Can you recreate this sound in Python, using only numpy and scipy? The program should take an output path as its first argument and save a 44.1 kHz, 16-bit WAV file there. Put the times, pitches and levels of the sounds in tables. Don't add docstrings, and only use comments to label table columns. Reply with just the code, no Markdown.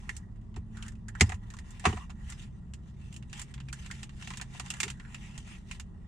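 import sys
import numpy as np
from scipy import signal
from scipy.fft import rfft, irfft, next_fast_len
from scipy.io import wavfile
from scipy.ndimage import uniform_filter1d

SR = 44100
rng = np.random.default_rng(int(sys.argv[2]) if len(sys.argv) > 2 else 0)


def transcribe(signal):
    frames = np.atleast_2d(signal).T
    limited = np.clip(frames, -1, 1)
    pcm = np.round(limited * 32767).astype(np.int16)
    wavfile.write(sys.argv[1], SR, pcm)


N = 267731

# (time [s], level [dB], treble [dB], ring [Hz], ring height [dB])
BUCKLES = [(0.0925, -22.5, -12.5, 1950, 19), (0.1535, -58, -11, 1820, 16), (0.166, -33, 0, 3150, -11),
           (0.359, -60.5, -18, 1920, 10), (0.412, -65, -17, 3000, 9), (0.542, -49, -33, 1040, 2),
           (0.562, -40.5, -18, 1020, 7.5), (0.7706, -39.5, -15, 1470, 13), (0.825, -33, -15.5, 2720, 7),
           (0.8473, -48, -22, 1380, 21), (0.863, -42, -4, 1740, 20), (0.8812, -36, -6, 1680, 13.5),
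           (0.9205, -49.5, -2, 1410, 22), (0.953, -54.5, -15, 2650, 11), (1.0834, -35, -6, 1700, 21),
           (1.1515, -33.5, -9, 1500, 31.5), (1.2936, -32, -11.5, 1920, 11), (1.3196, -28.5, -16, 1800, 19),
           (1.343, -43.5, -1, 2730, 14), (1.5024, -39.5, -14, 1795, 6), (1.5377, -38, -13, 1170, 17.5),
           (1.5676, -43.5, -14, 1080, 8), (1.5874, -36, -14, 1880, 6.5), (1.706, -43.5, 4, 1040, 10),
           (1.796, -38, -10, 1900, 9), (2.102, -39, -21.5, 1010, 7.5), (2.3006, -34.5, 1, 1810, 6),
           (2.3223, -35.5, -15, 1890, 5), (2.7366, -37.5, -10.5, 2650, 1), (3.1264, -41, -8, 2720, 6),
           (3.1417, -42, 0, 2860, 16), (3.1632, -36.5, -2.5, 2800, 10.5), (3.225, -46, -24, 2700, 4),
           (3.297, -49, -17, 2720, 2), (3.329, -32.5, -18, 2650, -3), (3.3762, -40, -12, 1140, 2),
           (3.395, -30.5, -3.5, 1910, 12), (3.416, -30.5, -5, 2760, -2), (3.5401, -37.5, -15.5, 3260, 6.5),
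           (3.5788, -43, -37, 1410, -6), (3.6017, -39, -26.5, 2930, 3), (3.686, -39, -20, 2400, 5),
           (3.728, -28, -7.5, 1570, 12.5), (3.861, -36.5, -19.5, 2580, 3.5),
           (3.912, -28, -12.5, 1813, 11.5), (4.0305, -31, -15.5, 2650, 1), (4.0928, -42, -25, 1850, -10),
           (4.2237, -33.5, -22, 2900, 1), (4.2739, -31, -19, 2730, 4), (4.304, -29.5, -25, 1110, 9),
           (4.3367, -32, -29, 2410, -7), (4.372, -31, -9.5, 1820, 3), (4.398, -34.5, -45, 1490, -1),
           (4.4132, -27.5, -15.5, 1760, 4.5), (4.5973, -25.5, -16, 920, 2), (4.661, -36, -19.5, 1020, 7),
           (4.703, -21.5, -10.5, 2740, 3.5), (4.738, -31.5, -14, 1950, 12), (4.8021, -16.5, -8.5, 2350, 6),
           (4.8315, -17, -15, 2320, 5), (4.88, -29.5, -21, 2520, -4), (4.9014, -28, -13, 2460, -1),
           (4.998, -38.5, -28.5, 2050, 4), (5.0502, -42.5, -42, 1520, 13), (5.145, -30, -19.5, 2580, 11.5),
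           (5.3777, -34, -9.5, 3220, 3), (5.7125, -28.5, -14.5, 2410, 12), (5.7979, -32.5, -12.5, 2740, -2)]
# (frequency [Hz], gain [dB])
BUCKLE_SPECTRUM = [(100, -12), (350, -18), (580, -19.5), (830, -1.5), (1300, -2), (2200, 0.5), (3000, 2),
                   (4200, -1.5), (5600, -1.5), (7400, 3), (8700, -5), (10000, -10.5), (11200, -18.5),
                   (15000, -30)]


def buckles(gain_db=-9.5, treble_ref_db=-12, left_db=-3):
    out = np.zeros((2, N))
    for time_s, db, treble_db, ring_hz, ring_db in BUCKLES:
        tick = crack(BUCKLE_SPECTRUM, t60_s=0.065, burst=0.55, late_db=-32, wall_share=0.56,
                     treble_db=treble_db - treble_ref_db, ring_hz=ring_hz, ring_db=ring_db)
        add(out, time_s, amp(db + gain_db) * tick)
    return out * pan(left_db)


# (time [s], level [dB], T60 [s])
SNAPS = [(1.198, -35, 0.073), (1.2086, -5, 0.046)]
# (frequency [Hz], gain [dB])
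SNAP_SPECTRUM = [(100, -2.5), (350, -0.5), (580, -7), (900, -14.5), (1300, 3.5), (1600, -6.5), (2050, 6),
                 (2750, 0), (3300, -5.5), (5400, -2.5), (6500, -2), (7350, 2.5), (8100, -7), (9600, -12.5),
                 (11000, -26.5), (15000, -37)]


def wall_snaps(gain_db=-8.5):
    out = np.zeros((2, N))
    for time_s, db, t60_s in SNAPS:
        pop = crack(SNAP_SPECTRUM, t60_s, burst=1.8, late_db=-30.5, wall_share=0.32, rise_s=0.0014)
        add(out, time_s, amp(db + gain_db) * pop)
    return out * pan(-0.32)


# (time [s], level [dB], judder length [s])
KNOCKS = [(0.564, -42.5, 0.0047), (1.21, -22, 0.0055), (1.295, -34.5, 0.006), (1.32, -33, 0.0046),
          (1.84, -30, 0.01), (1.853, -11.5, 0.0053), (1.8575, -16, 0.01), (1.892, -34, 0.007),
          (1.926, -33.5, 0.0066), (1.9703, -34, 0.0066), (2.095, -46, 0.005), (4.274, -50.5, 0.0027),
          (4.336, -56, 0.0056), (4.415, -42.5, 0.0045), (4.547, -42.5, 0.0074), (4.597, -36.5, 0.0026)]
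# (frequency [Hz], level [dB], T60 [s])
CUP_MODES = [(339, -22.5, 0.12), (420, -13, 0.074), (520, -19, 0.1), (738, 4.5, 0.047), (753, -2.5, 0.07),
             (990, -14, 0.034), (1000, -5, 0.1), (1110, -10, 0.052), (1248, -5, 0.068), (1570, -21, 0.05),
             (1830, -8.5, 0.092), (1983, -11, 0.069), (2450, -15.5, 0.048), (2600, -9.5, 0.059),
             (2630, -15.5, 0.076)]
# (frequency [Hz], gain [dB])
RIM_SPECTRUM = [(100, -21), (310, -12), (420, -0.5), (600, -15.5), (760, 6.5), (1200, 6), (1500, -2.5),
                (2500, 1), (3400, -8.5), (5300, -15.5), (6700, -10), (9300, -19.5), (11000, -39),
                (15000, -44.5)]


def cup_knocks(ring_db=-9, scrape_db=-6, fade_db=-3, slips=4):
    out, t = np.zeros((2, N)), np.arange(8192) / SR
    for time_s, db, judder_s in KNOCKS:
        ring = np.zeros((2, len(t)))
        for hz, mode_db, t60_s in CUP_MODES:
            phase_rad = rng.normal(0, 0.1, (2, 1))
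            ring += amp(mode_db - 60 * t / t60_s) * np.sin(2 * np.pi * hz * t + phase_rad)
        attack = 1 - np.exp(-2 * t / judder_s)
        add(out, time_s, amp(db + ring_db) * ring * attack)
        for k in range(slips):
            slip = crack(RIM_SPECTRUM, t60_s=0.085, burst=3.5, late_db=-19, wall_share=0.3,
                         side_db=-0.5, size=4096)
            gain = amp(db + scrape_db + fade_db * k / slips) / np.sqrt(slips)
            delay_s = judder_s * (k + rng.uniform(0, 0.61)) / slips
            add(out, time_s + delay_s, gain * slip)
    return out * pan(-1.9)


# (time [s], level [dB], tilt [dB/octave])
THUDS = [(0.093, -47, -4), (.564, -32.5, -2), (1.206, -15, -0.9), (1.276, -34.5, -3), (1.32, -35, -15),
         (1.858, -21, 1.2), (1.885, -34, 3), (1.923, -34.5, 3), (4.82, -50, 6.5), (4.854, -51.5, 8.5)]
# (frequency [Hz], level [dB], time to peak [s])
CONSOLE_MODES = [(81.4, -1, 0.023), (108.4, -10, 0.03), (159, -7.5, 0.012), (214, -9, 0.018),
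                 (269, -21, 0.022), (336, -13.5, .011), (413.7, -13, .011), (462, -20.5, 0.011)]


def console_thuds(steepness=3.2):
    out, t = np.zeros((2, N)), np.arange(8192) / SR
    for time_s, db, tilt_db_per_octave in THUDS:
        for hz, mode_db, peak_s in CONSOLE_MODES:
            envelope = (t / peak_s * np.exp(1 - t / peak_s)) ** steepness
            level_db = db + mode_db + tilt_db_per_octave * np.log2(hz / 100)
            add(out, time_s, amp(level_db) * pan(-0.5) * envelope * np.sin(2 * np.pi * hz * t))
    return out


# (start [s], length [s], paper level [dB], wall level [dB])
STROKES = [(0, 0.15, -62, -64.5), (0.188, 0.049, -74.5, -66), (0.759, 0.12, -60, -62.5),
           (1.21, 0.1, -56, -52.5), (1.431, 0.18, -70.5, -65), (1.679, 0.096, -61, -62.5),
           (1.875, 0.031, -45, -47), (1.951, 0.077, -58.5, -59.5), (2.193, 0.089, -69, -62.5),
           (2.288, 0.024, -52.5, -57.5), (2.392, 0.043, -55, -62), (2.883, 0.0083, -67, -69),
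           (3.005, 0.15, -66, -71.5), (3.359, 0.041, -51, -55.5), (3.494, 0.011, -62, -66),
           (3.553, .17, -74, -73), (3.782, .09, -56, -69), (3.937, 0.081, -54.5, -66),
           (4.203, 0.18, -54.5, -69), (4.543, 0.035, -53.5, -60), (4.657, 0.23, -54, -56.5),
           (5.095, 0.31, -61, -63.5), (5.245, 0.023, -56, -77), (5.478, 0.086, -55.5, -61.5),
           (5.699, 0.056, -56.5, -65.5)]
# (start [s], length [s], paper level [dB], wall level [dB])
GRIPS = [(0, 7.2, -80.5, -74.5), (2.1, 4.4, -80, -80), (4.126, 1.43, -68, -71)]


def hand_levels_db(swell_db_per_s=280, stick_db_per_s=287):
    t = np.linspace(0, N / SR, 2048)
    power = np.zeros((2, len(t)))
    for start_s, length_s, paper_db, rub_db in STROKES + GRIPS:
        swell_db = swell_db_per_s * np.maximum(start_s - t, 0)
        stick_db = stick_db_per_s * np.maximum(t - start_s - length_s, 0)
        power += amp(np.array([[paper_db], [rub_db]]) - swell_db - stick_db) ** 2
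    return [np.interp(np.arange(N) / SR, t, 10 * np.log10(p + 1e-20)) for p in power]


# (frequency [Hz], gain [dB])
PAPER_SPECTRUM = [(200, -25.5), (400, -7.5), (580, -16), (900, -14), (1350, -2), (2000, 1.5), (2400, 3),
                  (2900, 3), (4200, -5), (5600, -6), (7300, -1), (8700, -9), (10000, -12.5), (11200, -25),
                  (14000, -29), (15500, -37.5)]
# (frequency [Hz], gain [dB])
RUB_SPECTRUM = [(200, -19.5), (550, -20.5), (800, -1.5), (1100, -2.5), (1500, -10), (1900, -2.5),
                (2400, -32), (3500, -31.5), (8000, -39)]


def sliding():
    paper_db, rub_db = hand_levels_db()
    paper = friction(PAPER_SPECTRUM, paper_db, slips_per_s=1900, spread_db=6, hiss=0.65, patch_db=2.5)
    rub = friction(RUB_SPECTRUM, rub_db, slips_per_s=800, spread_db=4, hiss=0.4, patch_db=2)
    return (paper + rub) * pan(-1.2)


def friction(spectrum, level_db, slips_per_s, spread_db, hiss, patch_db, cabin_t60_s=0.06):
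    t = np.arange(4096) / SR
    strengths = amp(spread_db * np.minimum(rng.exponential(1, N), 4)) * rng.choice([-1, 1], N)
    slips = unit_rms(strengths * (rng.random(N) < slips_per_s / SR))
    cabin = rng.standard_normal((2, len(t))) * amp(-60 * t / cabin_t60_s)
    grains = unit_rms(signal.oaconvolve(slips[None], cabin, axes=1)[:, :N])
    rough = shifting_contact(grains + hiss * rng.standard_normal((2, N)), patch_db)
    coloured = equalise(rough, spectrum, wall_share=0.4)
    return unit_rms(stereo(coloured)) * amp(level_db)


def shifting_contact(x, patch_db):
    frames = signal.stft(x, nperseg=512)[2]
    patches = uniform_filter1d(rng.standard_normal(frames.shape[1:]), size=6, axis=0)
    patches = uniform_filter1d(patches, size=9, axis=1)
    return signal.istft(frames * amp(patch_db * unit_rms(patches)), nperseg=512)[1][:, :N]


# (start [s], length [s], centre [Hz], width [Hz], level
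# [dB])
SQUEAKS = [(0.748, 0.16, 1440, 446.4, -60.5), (1.927, 0.01, 2760, 250, -46),
           (1.977, 0.084, 1080, 220, -56.5), (2.353, 0.089, 1960, 500, -73), (2.989, 0.13, 2670, 200, -70),
           (3.674, 0.041, 2446, 250, -58.5), (3.899, 0.018, 1450, 400, -48.5),
           (4.821, 0.064, 386, 50, -54.5), (4.95, 0.18, 1520, 350, -65), (5.198, 0.14, 2460, 900, -61),
           (5.436, 0.16, 2500, 900, -59.5)]


def wall_squeaks(size=16384):
    out, hz = np.zeros((2, N)), np.fft.rfftfreq(size, 1 / SR)
    for start_s, length_s, centre_hz, width_hz, db in SQUEAKS:
        band = irfft(rfft(rng.standard_normal((2, size))) * resonance(hz, centre_hz, width_hz))
        drag = stereo(band)[:, :round(length_s * SR)]
        add(out, start_s, amp(db) * unit_rms(drag * signal.windows.tukey(drag.shape[1], 0.6)))
    return out


# (centre [Hz], width [Hz], gain [dB])
WALL_MODES = [(1016, 23, 4.5), (1390, 65, 7), (1480, 20, -2.5), (1740, 95, 7), (1875, 120, 5.5),
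              (2110, 93, 4), (2305, 29, -1.5), (2480, 66, 1), (2750, 98, 10.5), (2750, 42, -3),
              (3440, 51, 1), (5200, 130, 2), (7050, 310, 7.5), (6840, 70, 3), (7600, 47, 2),
              (8400, 100, -2.5), (8300, 270, 12)]


def wall_db(hz):
    return sum(db * resonance(hz, centre_hz, width_hz) for centre_hz, width_hz, db in WALL_MODES)


def crack(spectrum, t60_s, burst, late_db, wall_share, treble_db=0, ring_hz=2000, ring_db=-40,
          rise_s=0.00013, burst_s=0.00096, late_t60_s=0.15, side_db=-1, size=8192):
    t, hz = np.arange(size) / SR, abs(np.fft.fftfreq(size, 1 / SR))
    envelope = burst * np.exp(-t / burst_s) + amp(-60 * t / t60_s) + amp(late_db - 60 * t / late_t60_s)
    echoes = rng.choice([-1., 1.], (2, size)) * envelope * (1 - np.exp(-t / rise_s))
    echoes[0, 8] += 1.1
    shelf_db = treble_db * hz ** 4 / (hz ** 4 + 4500 ** 4)
    patch_ring = np.hypot(1, amp(ring_db) * resonance(hz, ring_hz, width_hz=600))
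    magnitude = amp(curve_db(spectrum, hz) + wall_share * wall_db(hz) + shelf_db) * patch_ring
    minimum_phase = np.exp(np.conj(signal.hilbert(np.log(magnitude))))
    sound = stereo(np.fft.ifft(np.fft.fft(echoes) * minimum_phase).real, side_db)
    return sound / np.sqrt(np.mean(sound[:, :round(0.005 * SR)] ** 2))


# (frequency [Hz], gain [dB])
RUMBLE_SPECTRUM = [(11, -50.5), (18, -7), (49, -0.5), (69, 2.5), (85, -3.5), (118, -3.5), (151, -9.5),
                   (172, -3), (221, -7.5), (268, -24.5), (306, -22), (344, -24.5), (381, -24), (541, -46.5),
                   (600, -62), (780, -74.5), (1320, -120)]
# (frequency [Hz], gain [dB])
AIR_SPECTRUM = [(200, 22), (450, 11), (700, 12.5), (1200, 8.5), (1900, -4.5), (2800, -15), (4500, -12),
                (7200, -17), (9000, -14), (11000, -37), (15000, -41)]
# (start [s], end [s], frequency [Hz], level [dB])
HUM_TONES = [(0, 1.62, 106.6, -49.5), (0.44, 1.15, 218.5, -51.5), (1.85, 2.85, 72, -50.5),
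             (2.1, 3.9, 133.5, -53.5), (3.5, 5.4, 131, -51.5), (3.5, 4.3, 60, -48.5),
             (-0.4, 2.57, 39, -50.5), (5, 6.07, 38, -53)]


def cabin_hum(rumble_db=-45.5, air_db=-65.5, waver_hz=0.67, fade_s=0.05):
    t = np.arange(N) / SR
    rumble = unit_rms(stereo(equalise(rng.standard_normal((2, N)), RUMBLE_SPECTRUM))) * amp(rumble_db)
    air = unit_rms(stereo(equalise(rng.standard_normal((2, N)), AIR_SPECTRUM))) * amp(air_db)
    tones = np.zeros(N)
    for start_s, end_s, hz, db in HUM_TONES:
        fade = np.clip(np.minimum(t - start_s, end_s - t) / fade_s, 0, 1)
        rms = amp(db + 0.5 * wander(knots_per_s=20))
        phase_rad = 2 * np.pi * np.cumsum(hz + waver_hz * wander(knots_per_s=4.91)) / SR
        tones += np.sqrt(2) * fade * rms * np.sin(phase_rad)
    return (rumble + air + tones) * pan(-0.67)


# (frequency [Hz], gain [dB])
SIDE_SPECTRUM = [(60, -15.5), (140, -9.5), (300, -11), (700, 0), (1500, -3), (3000, -2.5), (6000, -2),
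                 (12000, 2)]


def stereo(mid_side, side_db=0):
    side = amp(side_db) * equalise(mid_side[1], SIDE_SPECTRUM)
    return np.array([mid_side[0] + side, mid_side[0] - side])


def equalise(x, spectrum, wall_share=0):
    size = next_fast_len(x.shape[-1])
    hz = np.fft.rfftfreq(size, 1 / SR)
    gain_db = curve_db(spectrum, hz) + wall_share * wall_db(hz)
    return irfft(rfft(x, size) * amp(gain_db), size)[..., :x.shape[-1]]


def curve_db(spectrum, hz):
    knots_hz, db = np.transpose(spectrum)
    return np.interp(np.log(hz + 1), np.log(knots_hz + 1), db)


def resonance(hz, centre_hz, width_hz):
    return 1 / (1 + (2 * (hz - centre_hz) / width_hz) ** 2)


def wander(knots_per_s):
    knots = rng.standard_normal(4096)
    return unit_rms(np.interp(np.arange(N) / SR * knots_per_s, np.arange(len(knots)), knots))


def amp(db):
    return 10 ** (np.asarray(db) / 20)


def unit_rms(x):
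    return x / np.sqrt(np.mean(x ** 2) + 1e-20)


def pan(left_db):
    return amp(np.array([[left_db], [-left_db]]) / 2)


def add(mix, time_s, sound):
    part = mix[:, max(round(time_s * SR), 0):][:, :sound.shape[1]]
    part += sound[:, :part.shape[1]]


def scene():
    impacts = buckles() + wall_snaps() + cup_knocks() + console_thuds()
    return impacts + sliding() + wall_squeaks() + cabin_hum()


def record(dry, cutoff_hz=15700):
    lowpass = signal.firwin(301, cutoff_hz, window=("kaiser", 9), fs=SR)
    return signal.oaconvolve(dry, lowpass[None], "same", axes=1)


dry = scene()
out = record(dry)
transcribe(out)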